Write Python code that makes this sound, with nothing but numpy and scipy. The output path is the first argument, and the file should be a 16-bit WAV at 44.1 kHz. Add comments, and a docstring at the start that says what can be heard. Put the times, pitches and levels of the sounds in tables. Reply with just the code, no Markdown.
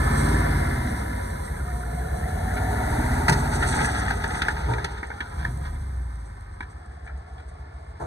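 """A V8 diesel throbs and revs in a walled yard: a dump truck, speeding up three times to drive its hoist.
Exhaust pulses boom in the pipe, the block clatters and the hydraulics sing, then the engine drops to idle.
Soil slides down the raised steel bed; stones knock on its floor and heavy clods thud onto the heap.
Heard from some metres away, through the two microphone ports of a hand-held camera."""
import sys
import numpy as np
from scipy import signal
from scipy.fft import rfft, irfft, next_fast_len
from scipy.io import wavfile

SR = 44100
rng = np.random.default_rng(int(sys.argv[2]) if len(sys.argv) > 2 else 0)


def materialize(psi):
    """Save the field psi as 16-bit PCM at rate SR to the path in sys.argv[1].

    A 1-D psi becomes a single channel; in a 2-D psi each row is a channel.
    """
    bounded = np.clip(np.atleast_2d(psi).T, -1, 1)
    quanta = np.round(bounded * 32767).astype(np.int16)
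    wavfile.write(sys.argv[1], SR, quanta)


N = 355446
T = np.arange(N) / SR


# Three revs, then idle. Each row: time in seconds, four-stroke cycles a second.
ENGINE_SPEED = [(0.0, 15.92), (0.35, 19.4), (0.51, 18.5), (0.95, 14.09), (1.4, 10.05), (1.85, 7.13),
                (2.25, 9.49), (2.87, 14.1), (3.3, 16.96), (3.54, 17.33), (4.04, 12.52), (4.52, 9.06),
                (4.95, 6.13), (5.25, 7.47), (5.7, 15.04), (5.97, 12.6), (6.52, 9.17), (6.94, 6.75),
                (8.06, 7.29)]
def crankshaft():
    """The engine's pace: cycles a second, and cycles turned so far."""
    speed = curve(ENGINE_SPEED)
    return speed, np.cumsum(speed) / SR


# The hoist's load, which lets go once the bed is up. Each row: time in seconds, load in dB.
HOIST_LOAD = [(0, 1.5), (1.6, -1.5), (3, 1), (4.6, -5), (5.1, -12), (5.45, -6.5), (6.1, -15), (8.06, -31)]
# How hard the exhaust pushes. Each row: time in seconds, level in dB.
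EXHAUST_PUSH = [(0, -27), (.35, -26), (.7, -28.5), (1.1, -34.5), (1.42, -35), (1.68, -32.5), (1.9, -34.5),
                (2.25, -31.5), (2.7, -30.5), (3, -29), (3.45, -29), (4.15, -32.5), (4.45, -35.5),
                (4.68, -29), (5.1, -40), (5.6, -36), (5.95, -36), (6.45, -41.5), (8.06, -40)]
# A V8 bank's uneven firing. Each row: multiple of the cycle rate, dB under load, dB change running free.
ENGINE_ORDERS = [(2, -9, 3), (3, 4.5, 4), (4, -2.5, -19), (5, 2, 4), (6, -6, -16), (7, -3.5, 1),
                 (8, 3, -8.5), (9, -10, 1.5), (10, -8, 7), (11, -17, -26), (12, -8, 1), (13, -10, -1),
                 (14, -7.5, -16), (15, -11.5, -1), (16, -4.5, -6.5), (17, -8, -10), (18, -14.5, -14),
                 (20, -6.5, 0), (21, -7, -18), (22, -20.5, 6), (24, -8.5, -4), (32, -12.5, 2)]
# The tailpipe's resonances and its rumble. Each row: frequency in Hz, level in dB.
PIPE_SPECTRUM = [(18, -52), (28, -40), (35, -49), (43, -10.5), (52, -5.5), (63, 1.5), (75, -3), (90, -2.5),
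                 (115, -7), (150, -5), (190, -10.5), (240, -1), (280, -9), (308, -6), (345, -12.5),
                 (410, -8.5), (480, -9), (650, -25)]
RUMBLE_SPECTRUM = [(20, -33), (35, 3), (50, 29), (66, 0), (90, 14), (140, 17), (200, 1), (400, -59)]
def exhaust(speed, cycles, tone_db=3, rumble_db=-11, chug_db=0.77, rasp_db=2, ragged_db=4):
    """Engine orders glide through the pipe's resonances and throb once a cycle, over a loose rumble."""
    load_db = curve(HOIST_LOAD)
    running_free = np.clip(-load_db / 10, 0, 1) ** 2
    # no two firings are equally strong
    firings = np.interp(cycles * 8, np.arange(2000), rng.standard_normal(2000))
    tone = np.zeros(N)
    for order, db, free_change_db in ENGINE_ORDERS:
        # low orders arrive as one push a cycle; higher ones are scattered and break up
        phase = 0.035 * order ** 2 + (order > 5) * rng.random()
        phase += 0.0044 * max(order - 8, 0) * wander(11)
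        high = np.clip((order * speed - 100) / 130, 0, 1)
        flicker_db = wander(14) + high * ragged_db * (np.clip(wander(9), -2, 1.2) - .5)
        sharpness_db = high * (load_db + rasp_db * firings)  # load sharpens the firing
        level_db = db + running_free * free_change_db + read(PIPE_SPECTRUM, order * speed)
        tone += amp(level_db + sharpness_db + flicker_db) * np.cos(2 * np.pi * (order * cycles - phase))
    rumble = amp(rumble_db) * noise(RUMBLE_SPECTRUM)
    return amp(curve(EXHAUST_PUSH)) * (amp(tone_db + chug_db * firings) * tone + rumble)


# Dull roar and metal clatter at the engine. Each row: frequency in Hz, level in dB.
ROAR_SPECTRUM = [(50, -20.5), (110, 1.5), (160, 2), (195, 1.5), (240, -3.5), (290, -7), (400, -5.5),
                 (520, -0.5), (650, -3), (1200, -12), (3000, -73.5)]
CLATTER_SPECTRUM = [(200, -34.5), (400, -16.5), (520, -1.5), (680, -1), (900, -4.5), (1250, -2),
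                    (1750, -2.5), (2100, -5.5), (2480, -30.5), (3600, -22), (5200, -38), (7000, -61),
                    (15000, -68)]
# Ringing engine panels. Each row: pitch in Hz, width in Hz, dB against the clatter.
ENGINE_PANELS = [(1497, 81, -16.5), (1745, 41, -12), (2125, 33, -20.5)]
def engine_block(speed, cycles, idle_roar_db=-55, idle_clatter_db=-54):
    """Each of eight firings a cycle gives a puff of gas and a rattle that rings the panels."""
    pulses = 0.47 + np.exp(-(cycles * 8 % 1) / 0.95)
    roar_gain = np.hypot(effort(speed, db=-38, octave_db=2.5, load_share=1), amp(idle_roar_db))
    clatter_gain = np.hypot(effort(speed, db=-37.5, octave_db=6, load_share=3.36), amp(idle_clatter_db))
    roar = noise(ROAR_SPECTRUM, pulses)
    clatter = noise(CLATTER_SPECTRUM, pulses)
    for hz, width_hz, db in ENGINE_PANELS:
        clatter += amp(db) * resonance(pulses * rng.standard_normal(N), hz, width_hz)
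    return roar_gain * roar + clatter_gain * clatter


# Soil giving way on the bed. Each row: time of the peak in seconds, level in dB,
# swell and decay in seconds, dB of its grit against the soil.
SLUMPS = [(3.75, -30.5, 0.36, 0.61, -11), (3.81, -34, 0.01, 0.043, -21), (4.35, -42.5, 0.2, 0.58, -15),
          (5.44, -43, 0.1, 0.027, -18), (5.66, -51, 0.035, 0.045, -12), (6.18, -82, 0.067, 0.12, 19.5),
          (7.38, -54, 0.0091, 0.043, -21)]
def soil_flow():
    """Gain of the sliding soil: the sum of its slumps."""
    return sum(amp(db) * slump(s, swell_s, decay_s) for s, db, swell_s, decay_s, _ in SLUMPS)


# Crumbs on steel. Each row: frequency in Hz, level in dB.
SOIL_SPECTRUM = [(200, -14), (400, -4), (700, 0), (900, 0), (1150, 3), (1600, 4.5), (2000, 1), (2500, -12),
                 (3700, -11), (5200, -15.5), (6500, -24), (7600, -50), (15000, -73)]
def soil(level_db=-1, surge_db=3):
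    """Crumbs scrape down the steel in small surges and pour onto the heap with a dull rush."""
    crumbs = unit_rms(colour(grains(per_s=2200, spread_db=0.5), SOIL_SPECTRUM))
    pour = noise(ROAR_SPECTRUM)
    return amp(level_db) * soil_flow() * (amp(surge_db * wander(45)) * crumbs + pour)


# The steel bed when struck. Each row: frequency in Hz, level in dB.
BED_SPECTRUM = [(200, -0.5), (600, 1), (950, 3), (1200, 1), (1500, 8), (1900, 8.5), (2200, 1), (2550, -1),
                (3700, -4.5), (5000, -7), (7400, -18), (8300, -11.5), (11000, -22.5), (15000, -33)]
# Large stones on the bed. Each row: start in seconds, level, treble and crack in dB,
# burst length in seconds, clank pitch in Hz.
STONE_HITS = [(1.9, -43, -10, 0, .008, 1500), (2.56, -25.5, -8, 1, 0.012, 1450),
              (3.281, -9, 0, -14, 0.0019, 2030), (3.284, -15, 1, 1.5, 0.0039, 940),
              (3.288, -10.5, -8, -9, 0.0011, 1800), (3.295, -9, 8, -15, 0.0025, 1630),
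              (3.318, -20.5, 8, -8, 0.0097, 1920), (3.622, -19.5, -9, 9, 0.0073, 1410),
              (3.685, -30, 4, 0, 0.0059, 1600), (3.722, -24, -3, 4, .008, 1800),
              (3.788, -20.5, -12, -2, 0.0038, 2000), (3.802, -21, -4, 5, 0.008, 1440),
              (3.843, -20, 2, -6, 0.0042, 1740), (4.081, -20.5, -4, -2, 0.0017, 1820),
              (4.107, -16.5, 0, -2, 0.0021, 1610), (4.239, -19, -4.5, 5, 0.0031, 1840),
              (4.370, -24.5, -16, -10, 0.0016, 1670), (4.388, -28, -14, -6, 0.0033, 1553),
              (4.418, -14.5, -2, 5, 0.0028, 1490), (4.449, -26, -4, -8, 0.0026, 1390),
              (4.483, -13, -5, -3, 0.0019, 1660), (4.736, -22, -8, 6, 0.0016, 1950),
              (4.782, -22, -9, -5, 0.0024, 1600), (4.844, -19, 2.5, 2.5, 0.0023, 2020),
              (5.028, -22.5, -14, -1, 0.0029, 1755), (5.101, -27.5, -17, -3, 0.0022, 1800),
              (5.114, -29, -26, -14, 0.0021, 1570), (5.204, -22.5, -8.5, 13, 0.0032, 1700),
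              (5.447, -18.5, -8, 2, 0.0042, 1638), (5.455, -35, -11, 0, 0.0024, 1860),
              (5.571, -44, -5, -13, 0.00087, 900), (6.605, -25, -12, 7, 0.0018, 1750),
              (6.622, -36, -7, 5, 0.0061, 1560), (6.906, -49, -16, 0, 0.0053, 1360),
              (7.064, -39.5, -14, 0, 0.0028, 1750), (7.073, -34.5, -13, 5, 0.004, 1450),
              (7.088, -38.5, -21, 0, 0.01, 1370), (7.378, -45, -4, 9, .006, 1510),
              (7.396, -45, -6, 4, 0.0053, 1400), (7.72, -54, -5, 5, 0.0047, 1090)]
def stones(level_db=3, treble_hz=2400, crack_hz=3450):
    """Each stone strikes its own patch of the bed, which clanks at its own pitch; hard ones also crack."""
    out, hz = np.zeros(N), np.geomspace(200, 15000, 160)
    for s, db, treble_db, crack_db, length_s, clank_hz in [*STONE_HITS, *pebbles()]:
        clank = 6 * np.exp(-((hz - clank_hz) / 210) ** 2)
        crack = crack_db * np.exp(-((hz - crack_hz) / 950) ** 2)
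        spectrum = np.c_[hz, read(BED_SPECTRUM, hz) + clank + crack + treble_db * (hz > treble_hz)]
        add(out, s, amp(db + level_db) * blow(spectrum, length_s, tail_db=-14, tail_s=0.016))
    return out


def pebbles(count=22, from_s=3.7, to_s=5.0, spread_db=3, length_s=0.0029, low_hz=1300, high_hz=2050):
    """Small stones tumble at random, as strong as the soil that carries them; rows as in STONE_HITS."""
    when, size, bright, hard, pitch = rng.random((count, 5)).T
    s = from_s + (to_s - from_s) * (np.arange(count) + when) / count
    db = 20 * np.log10(np.interp(s, T, soil_flow())) + 4 + spread_db * (2 * size - 1)
    treble_db = -5 + spread_db * (2 * bright - 1)
    clank_hz = low_hz + (high_hz - low_hz) * pitch
    return np.c_[s, db, treble_db, spread_db * hard, np.full(count, length_s), clank_hz]


# The steel floor's modes. Each row: pitch in Hz, level in dB, seconds to fall 60 dB.
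FLOOR_MODES = [(947, -6, .16), (1766, -6, .07), (1965, -7, .09), (3666, -24, .06), (5039, -20, .04)]
def bed_ring(knocks, ring_db=-47):
    """The knocks, with the steel floor ringing on after each."""
    t = T[:SR // 4]
    ring = sum(amp(db - 60 * t / t60) * np.sin(2 * np.pi * hz * t) for hz, db, t60 in FLOOR_MODES)
    return knocks + amp(ring_db) * signal.oaconvolve(knocks, ring)[:N]


# A thud on the heap. Each row: frequency in Hz, level in dB.
HEAP_SPECTRUM = [(25, -52), (70, -19), (115, 3), (160, 1.5), (240, -14), (450, -9), (1000, -14),
                 (1700, -18.5), (2500, -44), (9000, -42), (15000, -65)]
# Clods landing. Each row: start in seconds, level in dB, dB of the crumbling against the thud,
# burst length in seconds, boom pitch in Hz, boom level in dB.
CLOD_FALLS = [(3.287, -16.5, -4.5, 0.0041, 139, -42), (4.673, -22.5, 7, 0.022, 115.7, -20.5),
              (5.35, -29, -15.5, 0.12, 68.4, -22.5), (5.445, -35.5, 2, 0.0055, 117, -46),
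              (6.604, -40.5, 6, 0.0053, 109, -50), (7.11, -42, -3, 0.042, 64.7, -28),
              (7.993, -25.5, 6, 0.019, 112, -36)]
def clods(level_db=3, crumbling_hz=200, swell_s=0.04):
    """Heavy clods thud onto the heap and crumble; each sets off a short low boom."""
    out, t = np.zeros(N), T[:SR // 2]
    hz, heap_db = np.transpose(HEAP_SPECTRUM)
    swell = (t / swell_s * np.exp(1 - t / swell_s)) ** 2
    for s, db, crumbling_db, length_s, boom_hz, boom_db in CLOD_FALLS:
        spectrum = np.c_[hz, heap_db + crumbling_db * (hz > crumbling_hz)]
        add(out, s, amp(db + level_db) * blow(spectrum, length_s, tail_db=7.5, tail_s=0.1))
        add(out, s, amp(boom_db) * swell * np.sin(2 * np.pi * boom_hz * t))
    return out


# Stone on steel. Each row: start and length in seconds, pitch and its rise in Hz, level in dB.
STONE_SCRAPES = [(5.167, 0.112, 1343, 122, -43.5), (5.211, 0.063, 937, 22.3, -43)]
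def scrapes(jitter_hz=10):
    """A stone sticks and slips on the bed: a short arching squeal."""
    out = np.zeros(N)
    for s, length_s, hz, rise_hz, db in STONE_SCRAPES:
        arch = np.sin(np.linspace(0, np.pi, round(length_s * SR)))
        pitch = hz + rise_hz * arch + jitter_hz * wander(240)[:len(arch)]
        add(out, s, amp(db) * np.sqrt(2 * abs(arch)) * np.sin(radians(pitch)))
    return out


def skids(count=14, low_hz=1230, high_hz=2080, carried_db=-10, shaken_db=-45):
    """Gravel, carried by the soil or shaken loose by the hoist, briefly rings patches of steel."""
    pitches = low_hz + (high_hz - low_hz) * (np.arange(count) + rng.random(count)) / count
    rings = sum(resonance(grains(per_s=3.5, spread_db=3), hz, width_hz=28) / hz for hz in pitches)
    shaken = amp(shaken_db + 2 * curve(HOIST_LOAD))
    return unit_rms(rings) * np.hypot(amp(carried_db) * soil_flow(), shaken)


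# The bright fizz of grit and hiss. Each row: frequency in Hz, level in dB.
FIZZ_SPECTRUM = [(2500, -12), (4000, -3), (6400, -3), (7700, -7), (8100, 7.5), (9000, -4.5), (10500, -6),
                 (12000, -10), (14500, -60), (16000, -92)]
def grit(decay_share=0.55, clump_db=4):
    """Dry grit trickles in clumps with each slump and runs out sooner than the soil."""
    flow = sum(amp(db + grit_db) * slump(s, swell_s, decay_s * decay_share)
               for s, db, swell_s, decay_s, grit_db in SLUMPS)
    clumps = amp(clump_db * wander(50))
    return flow * clumps * unit_rms(colour(grains(per_s=2700, spread_db=-0.5), FIZZ_SPECTRUM))


# Stray chips. Each row: start in seconds, level in dB, burst length in seconds.
GRIT_TICKS = [(3.686, -33, 0.0024), (4.277, -33, 0.0015), (4.982, -47, 0.0014), (5.070, -42, 0.0017),
              (5.572, -43, 0.0011), (6.408, -48, 0.0013), (6.859, -55, .001), (7.170, -54, 0.0053),
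              (7.480, -55, 0.0099)]
def ticks(level_db=2):
    """Single chips of grit tick brightly."""
    out = np.zeros(N)
    for s, db, length_s in GRIT_TICKS:
        add(out, s, amp(db + level_db) * blow(FIZZ_SPECTRUM, length_s, tail_db=-28, tail_s=.012))
    return out


def pump(speed, hz=742, octave_hz=25, width_hz=45, level_db=-49):
    """A fuzzy resonance of the hydraulics swells with the load and rises a little with engine speed."""
    waver_db = 3 * np.tanh(wander(7))
    gain = amp(level_db + 1.16 * curve(HOIST_LOAD) + waver_db)
    fuzz = wander(width_hz) + 1j * wander(width_hz)
    return gain * (fuzz * np.exp(1j * radians(hz + octave_hz * octaves(speed)))).real


# The whine from the hoist. Each row: time in seconds, level in dB.
WHINE_LEVEL = [(0, -80), (1.6, -62), (1.7, -43), (1.87, -49.5), (2.2, -48), (2.35, -54), (3.2, -48),
               (4.3, -65), (5.2, -88)]
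def whine(speed, hz=730, octave_hz=22, jitter_hz=8, waver_db=2):
    """The hydraulics sing a thin tone that rises a little with engine speed."""
    pitch = hz + octave_hz * octaves(speed) + jitter_hz * wander(40)
    return amp(curve(WHINE_LEVEL) + waver_db * wander(11)) * np.sqrt(2) * np.sin(radians(pitch))


# The smooth top of the hoist's hiss. Each row: frequency in Hz, level in dB.
SPRAY_SPECTRUM = [(6000, -4.5), (10000, 4), (13400, -2), (14300, -5), (15000, -29)]
def hiss(speed, flutter_db=2, idle_db=-72, spurt_s=0.23, spurt_db=-42):
    """The working hoist hisses finely, with one early spurt."""
    hoist = effort(speed, db=-52, octave_db=4.5, load_share=1)
    spurt = amp(spurt_db) * np.exp(-((T - spurt_s) / 0.15) ** 2)
    gain = np.sqrt(hoist ** 2 + spurt ** 2 + amp(idle_db) ** 2)
    fizz = unit_rms(colour(grains(per_s=9000, spread_db=-2.5), FIZZ_SPECTRUM))
    spray = effort(speed, db=-49.5, octave_db=4, load_share=1.46) * noise(SPRAY_SPECTRUM)
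    return gain * amp(flutter_db * wander(35)) * fizz + spray


def wide_sources(speed, cycles):
    """What reaches the microphone from a wide area: engine block, hoist and sliding soil."""
    return engine_block(speed, cycles) + pump(speed) + soil() + hiss(speed) + grit()


# The truck's rattle, off the walls. Each row: frequency in Hz, level in dB.
RATTLE_SPECTRUM = [(60, -26), (150, -10), (250, 11), (390, 7), (540, 0), (800, -5.5), (1150, 15),
                   (1500, -18), (2150, 2), (2550, -9), (4000, -11.5), (5200, -6), (8200, -71), (15000, -91)]
def yard_rattle(speed, idle_db=-56):
    """The truck's loose rattle comes back from all round the yard, in two channels."""
    gain = np.hypot(effort(speed, db=-48, octave_db=14, load_share=3), amp(idle_db))
    flutter = amp(-0.5 * wander(55))
    return gain * flutter * np.array([noise(RATTLE_SPECTRUM) for _ in range(2)])


def yard_echo(x, patterns=5, drift_per_s=1.259, t60_s=0.13, level_db=-2.5):
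    """Walls scatter a short tail in two channels; its pattern shifts as the camera moves."""
    t = T[:SR // 4]
    decay = amp(-60 * t / t60_s) * (1 + 3.5 * np.exp(-t / 0.012))
    tails = rng.standard_normal((patterns, 2, len(t))) * decay
    tails /= np.linalg.norm(tails, axis=2, keepdims=True)
    tails = signal.sosfilt(signal.butter(3, 290, "high", fs=SR, output="sos"), tails)
    shares = np.array([wander(drift_per_s) for _ in range(patterns)])
    shares /= np.linalg.norm(shares, axis=0)
    return amp(level_db) * sum(signal.oaconvolve((share * x)[None], tail, axes=1)[:, :N]
                               for share, tail in zip(shares, tails))


def effort(speed, db, octave_db, load_share):
    """Gain of a part that grows louder with engine speed and with the load on the hoist."""
    return amp(db + octave_db * octaves(speed) + load_share * curve(HOIST_LOAD))


def octaves(speed, mid_speed=12):
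    """Engine speed in octaves above the middle of its range."""
    return np.log2(speed / mid_speed)


def slump(s, swell_s, decay_s):
    """Swells to 1 at time s and dies away."""
    return np.exp(-np.maximum((s - T) / swell_s, (T - s) / decay_s))


def blow(spectrum, length_s, tail_db, tail_s):
    """A lump crushes in a short burst and sheds crumbs; peak 1."""
    t = T[:SR // 3]
    age = t / length_s
    crush = (age * np.exp(1 - age)) ** 2
    crumbs = amp(tail_db) * (1 - np.exp(-age)) * np.exp(-t / tail_s)
    hit = colour((crush + crumbs) * rng.standard_normal(len(t)), spectrum)
    return hit / abs(hit).max()


def grains(per_s, spread_db):
    """Random tiny impacts of uneven size."""
    size = amp(spread_db * np.minimum(rng.exponential(1, N), 4.5))
    return unit_rms(size * rng.choice([-1, 1], N) * (rng.random(N) < per_s / SR))


def noise(spectrum, pulses=1):
    """Coloured noise, steady or pulsed; rms 1."""
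    return unit_rms(colour(pulses * rng.standard_normal(N), spectrum))


def resonance(x, hz, width_hz):
    """One ringing band; rms 1."""
    pole = np.exp((2j * np.pi * hz - np.pi * width_hz) / SR)
    return unit_rms(signal.lfilter([1], [1, -pole], x).real)


def colour(x, spectrum, size=4096):
    """Causal filter with the given spectrum."""
    log_gain = np.log(amp(read(spectrum, abs(np.fft.fftfreq(size, 1 / SR)))))
    taps = np.fft.ifft(np.exp(np.conj(signal.hilbert(log_gain)))).real
    return signal.oaconvolve(x, taps[:size // 2] if len(x) < SR else taps)[:len(x)]


def wander(per_s):
    """Random drift; rms 1."""
    return unit_rms(np.interp(T * per_s, np.arange(2000), rng.standard_normal(2000)))


def read(points, hz):
    """Reads a table on a log-frequency axis."""
    f, value = np.transpose(points)
    return np.interp(np.log(hz + 1), np.log(f + 1), value)


def curve(rows):
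    """A (time, value) table at every sample."""
    return np.interp(T, *np.transpose(rows))


def add(mix, s, sound):
    """Mixes a sound in at time s."""
    part = mix[round(s * SR):][:len(sound)]
    part += sound[:len(part)]


def radians(hz):
    """Running phase of a gliding pitch."""
    return 2 * np.pi * np.cumsum(hz) / SR


def amp(db):
    """Decibels to gain."""
    return 10 ** (np.asarray(db) / 20)


def unit_rms(x):
    """Scales to rms 1."""
    return x / np.sqrt(np.mean(x ** 2) + 1e-20)


# At the microphone ports. Each row: frequency in Hz, then the value noted alongside.
MIC_PHASE = [(200, 0), (390, 0), (430, 1), (470, 2.4), (545, 3.14), (730, 5.2), (1000, 7.8), (1130, 9.3),
             (1350, 11.8), (1600, 11.7), (2000, 11.2), (2400, 10.6), (2550, 9.5), (3150, 9.3), (3700, 6.6),
             (4200, 6), (4800, 3.3), (5400, 3.1), (5900, 6), (6500, 6.4), (7100, 9.3), (7500, 9.4),
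             (8200, 11.9), (9000, 14.3), (10000, 12.6), (11000, 11), (11900, 9.4), (13100, 6.3),
             (14000, 5.9), (14300, 3.1)]  # radians by which left leads
MIC_BALANCE = [(200, 0), (290, -3), (350, 0), (1000, 0), (2200, .7), (3000, 0), (4500, -1.5), (6000, 0),
               (7900, 0), (8050, -9), (9000, -5.5), (10000, -4.5), (11300, 0)]  # left minus right in dB
MIC_OPPOSITE = [(120, -21), (280, -16), (430, -7.5), (600, -6.5), (1000, -21), (1300, -19), (1600, -14.5),
                (2000, -15.5), (2400, -10.5), (3500, -7.5), (9000, -5.5), (10500, -16), (13000, -8)]  # dB of the part arriving from the opposite side
ECHO_LIKENESS = [(300, .6), (430, .6), (500, .98), (600, .98), (1000, .85), (1300, .3), (2400, .4),
                 (2900, .85), (4300, .4), (5200, .9), (7400, .95), (8200, .2), (11000, .4), (12000, .9)]  # how alike the echoes are at the two ports, 0 to 1
def scene(wide_echo_db=-1.5, hit_echo_db=-2):
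    """Truck and load in the walled yard, some metres from the two microphone ports."""
    speed, cycles = crankshaft()
    hits = bed_ring(stones()) + ticks() + clods() + scrapes()
    wide = wide_sources(speed, cycles)
    size = next_fast_len(N + 4096)
    hz = np.fft.rfftfreq(size, 1 / SR)
    direct = rfft(exhaust(speed, cycles) + whine(speed) + wide + hits + skids(), size)
    # wide sources also arrive from the opposite side, with the lag mirrored
    opposite = rfft(wide_sources(speed, cycles), size) * amp(read(MIC_OPPOSITE, hz))
    # the bass is alike at both ports: lag and balance fade in from 150 to 300 Hz
    apart = np.clip((hz - 150) / 150, 0, 1)
    lag = np.exp(-1j * apart * read(MIC_PHASE, hz))
    yard = yard_echo(amp(hit_echo_db) * hits + amp(wide_echo_db) * wide) + yard_rattle(speed)
    left_echo, other_echo = rfft(yard, size)
    alike = read(ECHO_LIKENESS, hz)
    right_echo = lag * (alike * left_echo + np.sqrt(1 - alike ** 2) * other_echo)
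    ports = np.array([direct + opposite + left_echo, direct * lag + opposite / lag + right_echo])
    balance_db = apart * read(MIC_BALANCE, hz) / 2
    return irfft(ports * amp([balance_db, -balance_db]), size)[:, :N]


def record(dry, edge_hz=14700):
    """The camera cuts off the highest treble."""
    lowpass = signal.firwin(511, edge_hz, window=("kaiser", 9), fs=SR)
    return signal.oaconvolve(dry, lowpass[None], "same")


dry = scene()
out = record(dry)
materialize(out)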